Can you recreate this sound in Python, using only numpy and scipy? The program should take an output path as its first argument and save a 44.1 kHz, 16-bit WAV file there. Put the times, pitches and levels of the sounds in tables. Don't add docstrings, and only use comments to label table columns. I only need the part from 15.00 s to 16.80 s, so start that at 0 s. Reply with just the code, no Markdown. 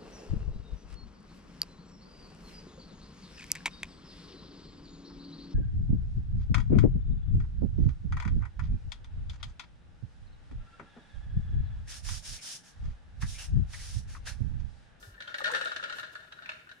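import sys
import numpy as np
from scipy import signal
from scipy.fft import rfft, irfft
from scipy.io import wavfile
from scipy.ndimage import uniform_filter1d

SR = 44100
rng = np.random.default_rng(int(sys.argv[2]) if len(sys.argv) > 2 else 0)


def pcm_store(signal):
    levels = np.round(np.clip(np.atleast_2d(signal), -1, 1) * 32767)
    wavfile.write(sys.argv[1], SR, levels.astype(np.int16).T)


N = 79380
AGE = np.arange(SR // 8) / SR


def undb(db):
    return 10 ** (np.asarray(db) / 20)


def fade(fade_s, age=AGE):
    return np.exp(-np.log(1000) * age / fade_s)


def at_hz(hz, points):
    table_hz, values = np.array(points).T
    return np.interp(np.log(np.maximum(hz, 1)), np.log(table_hz), values)


def noise(colour, size, side_db=0):
    hz = np.arange(size // 2 + 1) * SR / size
    mid, side = irfft(rfft(rng.standard_normal((2, size))) * undb(at_hz(hz, colour)), size)
    x = mid + undb(side_db) * np.array([side, -side])
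    return x / x.std()


def unit(x):
    return x / np.sqrt(uniform_filter1d(np.mean(x ** 2, axis=0), size=180).max())


def burst(colour, attack_s, fade_s):
    return unit(noise(colour, len(AGE)) * (1 - np.exp(-AGE / attack_s)) * fade(fade_s))


def add(out, start, x):
    i = int(np.clip(start * SR, 0, N - 1))
    out[:, i:i + x.shape[-1]] += x[..., :N - i]


# (frequency [Hz], level [dB])
AIR_TONE = [(20, -20), (45, -6.5), (100, -5), (400, -11.5), (1000, -18), (4000, -29.5), (12000, -34.5),
            (15500, -41)]
def air():
    return undb(-66) * noise(AIR_TONE, N, side_db=-8.5)


# (frequency [Hz], fade time [s], level [dB])
ECHO_BANDS = [(280, 0.66, -6.5), (1100, 0.78, -14), (2060, 0.68, -4.5), (4280, 0.8, -9), (8700, 0.57, -1.5)]
def kitchen(x, echo_db=0, gap_s=0.0038, early_fade_s=0.011):
    age = np.arange(SR // 2) / SR
    hz = np.arange(len(age) // 2 + 1) * SR / len(age)
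    echo = np.zeros((2, len(age)))
    for share, (_, fade_s, db) in zip(np.eye(len(ECHO_BANDS)), ECHO_BANDS):
        band = np.sqrt(np.interp(np.log(hz + 1), np.log(np.array(ECHO_BANDS)[:, 0]), share))
        hiss = irfft(rfft(rng.standard_normal(echo.shape)) * band, len(age))
        shape = fade(fade_s, age) * (age > gap_s)
        echo += undb(db) * hiss * shape / np.linalg.norm(shape)
    early = rng.standard_normal(echo.shape) * np.exp(-age / early_fade_s) * (age > gap_s / 2)
    echo += undb(-5.5) * early / np.linalg.norm(early[0])
    return x + undb(echo_db) * signal.fftconvolve(x, echo, axes=1)[:, :N]


# (middle time [s], half length [s], level [dB])
STROKES = [(0.041, 0.057, -59.5), (0.396, 0.016, -57), (0.984, 0.028, -57), (1.132, 0.0091, -63)]
# (frequency [Hz], level [dB])
STROKE_TONE = [(500, 0), (2000, -25), (5000, -4), (8000, -9.5), (12000, -10), (15500, -20)]
def brushing():
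    t = np.arange(N) / SR
    swells = sum(undb(db) * np.exp(-((t - middle) / half) ** 2 / 2) for middle, half, db in STROKES)
    return noise(STROKE_TONE, N) * swells


# (time [s], pitch [Hz], level [dB], fade time [s])
WORKTOP_THUDS = [(.002, 42.4, -54, 0.47), (0.07, 96.3, -43.5, 0.1), (0.113, 46.6, -48, 0.24)]
def worktop(attack_s=0.01):
    out = np.zeros((2, N))
    age = np.arange(N) / SR
    onset = 1 - np.exp(-(age / attack_s) ** 2)
    for start, hz, db, fade_s in WORKTOP_THUDS:
        thud = np.sin(2 * np.pi * hz * age) * fade(fade_s, age) * onset
        add(out, start, undb(db) * thud / abs(thud).max())
    return out


# (time [s], level [dB])
SLOSH_LEVEL = [(0, -56.5), (.19, -61.5), (.31, -48), (.42, -50), (.46, -36.5), (.56, -35), (.63, -40.5),
               (.69, -43), (.745, -55.5), (.86, -42.5), (1.06, -48), (1.11, -58), (1.2, -52.5), (1.29, -60),
               (1.42, -53), (1.57, -52.5), (1.63, -69), (1.8, -68)]
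def slosh_db(times):
    return np.interp(times, *np.array(SLOSH_LEVEL).T)


def slosh_moments(per_second):
    slots = np.arange(int(per_second * N / SR))
    times = (slots + 2 * rng.random(len(slots))) / per_second
    return zip(times, slosh_db(times))


# (frequency [Hz], level [dB])
RUMBLE_TONE = [(70, -9.5), (150, 2), (230, -3), (450, -38)]
def rumble():
    level_db = -46 + 0.51 * slosh_db(np.arange(N) / SR)
    return undb(level_db) * noise(RUMBLE_TONE, N, side_db=-8.5)


# (frequency [Hz], lag [rad])
RIGHT_LAG = [(400, 1.58), (1400, 2.32), (1750, 4.64), (2700, 2), (4200, 5.23)]
def bubble(hz, cycles=17, rise=0.18):
    life = cycles / hz
    phase = 2 * np.pi * hz * AGE * (1 + rise * AGE / life / 2)
    ears = np.sin([phase, phase - at_hz(hz, RIGHT_LAG)])
    return unit(ears * fade(life) * (1 - np.exp(-AGE * hz / 2)))


# (time [s], level [dB])
SPLASHES = [(0.38, -54.5), (.439, -49), (.516, -42.5), (0.559, -46), (0.612, -50), (.649, -48),
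            (1.151, -57)]
# (frequency [Hz], level [dB])
SPLASH_TONE = [(1500, -36), (5000, 10.5), (8500, 10.5), (12000, -2), (15500, -15)]
# (time [s], level [dB], starting pitch [Hz])
AIR_POCKETS = [(.4035, -42, 810), (.4055, -36.5, 1200), (.418, -42.5, 537), (.497, -37.5, 870),
               (.503, -37.5, 1050), (.5225, -45.5, 464), (.548, -40, 813), (.612, -41, 522),
               (0.7174, -29.5, 1378), (0.798, -34, 1460), (1.163, -41, 1390), (1.3898, -41, 1420),
               (1.4468, -54.5, 1480), (1.6712, -49, 1410)]
def water():
    out = np.zeros((2, N))
    for start, db in SPLASHES:
        add(out, start, undb(db) * burst(SPLASH_TONE, attack_s=0.00099, fade_s=0.011))
    for start, db, hz in AIR_POCKETS:
        add(out, start, undb(db) * bubble(hz))
    for start, db in slosh_moments(per_second=120):
        hz = 746 * np.exp(0.55 * rng.uniform(-1.11, 1))
        add(out, start, undb(db - 14 + 2 * rng.standard_normal()) * bubble(hz))
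    return out


CONTACT_S = 0.0017
def ring(notes, centre_hz=None, contact_s=CONTACT_S, focus_hz=189, bend_per_s=1):
    hz, db, fade_s = np.array(notes).T
    detune, level_scatter, lag_scatter, phase, bend = rng.standard_normal((len(hz), 5)).T
    hz = hz * (1 + 0.019 * detune)
    gain = undb(db + 2.5 * level_scatter)
    if centre_hz:
        gain = gain / (1 + ((hz - centre_hz) / focus_hz) ** 2)
    lag = at_hz(hz, RIGHT_LAG) + 0.91 * lag_scatter
    ears = gain * np.exp(1j * phase) * np.array([np.ones(len(hz)), np.exp(-1j * lag)])
    cycles = hz[:, None] * (AGE + bend_per_s * np.outer(bend, AGE ** 2) / 2)
    waves = np.exp(2j * np.pi * cycles) * fade(fade_s[:, None])
    return unit((ears @ waves).imag * (1 - np.exp(-AGE / contact_s)))


# (time [s], pitch [Hz])
HOLLOW_PITCH = [(.33, 585), (.43, 540), (.47, 645), (.52, 497), (.62, 527), (.66, 645), (.87, 567),
                (1.0, 635)]
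# (pitch [Hz], level [dB], fade time [s])
HOLLOW_NOTES = [(464, -7, 0.028), (828, -2, 0.038), (1120, 8, 0.013)]
def hollow(start, main_db=4.5, fade_s=0.059):
    hz = np.interp(start, *np.array(HOLLOW_PITCH).T)
    return ring([(hz, main_db, fade_s)] + HOLLOW_NOTES)


# (pitch [Hz], level [dB], fade time [s])
WALL_NOTES = [(1343, -2, 0.044), (1423, 3.5, 0.046), (1474, -5.5, 0.015), (1615, -3.5, 0.033),
              (1678.8, 0, 0.057), (1815, -0.5, 0.05)]
# (pitch [Hz], level [dB], fade time [s])
CLACK_NOTES = [(2250, -8, 0.075), (2698, -1, 0.032), (2812, 5, 0.028), (3041, 0.5, 0.04), (3550, 1, 0.039),
               (3715, 1, 0.056), (4120, -10, 0.18), (4390, -2.5, 0.022), (5617, -18.5, 0.071)]
# (frequency [Hz], level [dB])
CRACK_TONE = [(300, -9.5), (1000, -6.5), (2200, 1.5), (4000, 2), (5200, -6), (8000, -17.5), (11000, -25.5),
              (15000, -98)]
def knock(start, clack_db, hollow_db, centre_hz=None):
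    clack = undb(-3.5) * ring(CLACK_NOTES)
    crack = undb(-3) * burst(CRACK_TONE, CONTACT_S, fade_s=0.029)
    wall = undb(-2.5) * ring(WALL_NOTES, centre_hz)
    return wall + undb(clack_db) * (clack + crack) + undb(hollow_db) * hollow(start)


def wash(swell_s=0.03):
    out = np.zeros((2, N))
    swell = np.sin(np.pi * np.minimum(AGE / swell_s, 1)) ** 2
    for start, db in slosh_moments(per_second=49):
        flow = swell * rng.standard_normal((1, len(AGE)))
        ringing = signal.fftconvolve(flow, knock(start, clack_db=-8.5, hollow_db=-16), axes=1)
        add(out, start - swell_s / 2, undb(db - 1.5) * unit(ringing))
    return out


# (time [s], level [dB])
TAPS = [(1.4587, -39.5), (1.4917, -30.5), (1.5174, -39.5)]
# (pitch [Hz], level [dB], fade time [s])
PLASTIC_NOTES = [(1450, 1.5, 0.016), (1630, 3, 0.0088), (2220, 2, 0.0095), (2600, 2, 0.011)]
def carry_loop():
    out = np.zeros((2, N))
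    for start, db in TAPS:
        wall = undb(-7) * knock(start, clack_db=-3, hollow_db=-15.5)
        plastic = ring(PLASTIC_NOTES, contact_s=0.0007)
        add(out, start, undb(db) * (plastic + wall))
    return out


# (time [s], level [dB], centre pitch [Hz], clack level within the hit [dB])
CUBE_HITS = [(0.0265, -47, 1380, -6.5), (0.178, -46, 1870, -33), (0.2039, -38, 1630, -6),
             (0.221, -43.5, 1760, 0.5), (0.2766, -39, 1550, -7), (0.3421, -29, 1825, -7.5),
             (0.3834, -34, 1800, -6), (0.4127, -36, 1840, -8.5), (0.4419, -25, 1780, -7),
             (0.4557, -29, 1380, -5), (0.4659, -30.5, 1870, -8), (0.4766, -28, 1600, -10.5),
             (0.535, -27.5, 1780, -12), (0.5476, -22.5, 1620, -9.5), (0.5539, -28.5, 1600, -10),
             (0.5667, -28, 1820, -10), (0.611, -31.5, 1360, -5.5), (0.6549, -27, 1390, -12),
             (0.672, -31.5, 1480, -11.5), (0.717, -37.5, 1450, -2.5), (0.7615, -30, 1590, -6),
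             (0.8271, -35, 1520, -9.5), (0.837, -30, 1510, -6.5), (0.8965, -38.5, 1430, -2.5),
             (0.924, -35.5, 1520, -4.5), (0.984, -37, 1990, -7), (0.9957, -37.5, 1470, -4.5),
             (1.0306, -34, 1550, -11), (1.1536, -35, 1575, -13), (1.322, -42.5, 1670, -4.5),
             (1.4209, -44.5, 1470, -8.5), (1.6909, -46.5, 1700, -8.5), (1.7138, -42.5, 1620, -8)]
# (time [s], level [dB], pitch [Hz])
PINGS = [(0.275, -42, 3180), (.651, -36.5, 3674), (.695, -39, 3780), (1.519, -56, 4350),
         (1.713, -56.5, 3895)]
def ice():
    out = np.zeros((2, N))
    for start, db, centre_hz, clack_db in CUBE_HITS:
        add(out, start, undb(db) * knock(start, clack_db, hollow_db=-19, centre_hz=centre_hz))
    for start, db, hz in PINGS:
        add(out, start, undb(db) * np.sin(2 * np.pi * hz * AGE) * fade(0.049))
    for start, db in slosh_moments(per_second=120):
        piece_db = db - 3 + 0.5 * rng.uniform(-1.0, 1)
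        add(out, start, undb(piece_db) * knock(start, clack_db=-11.5, hollow_db=-15))
    return out


# (frequency [Hz], left minus right [dB])
LEAN = [(200, 1.5), (600, 4.5), (1400, 5.5), (1800, 4.5), (2500, -2.5), (4000, .5)]
def scene():
    background = air() + rumble() + brushing() + worktop()
    loop = kitchen(carry_loop(), echo_db=-0.5)
    contents = kitchen(ice() + wash() + water())
    lean_db = at_hz(np.arange(N + 1) * SR / (2 * N), LEAN)
    side_gains = undb(np.array([lean_db, -lean_db]) / 2)
    return background + irfft(rfft(loop + contents, 2 * N) * side_gains)[:, :N]


def record(dry, top_hz=15700):
    return signal.sosfilt(signal.ellip(8, .2, 70, top_hz, fs=SR, output="sos"), dry)


dry = scene()
out = record(dry)
pcm_store(out)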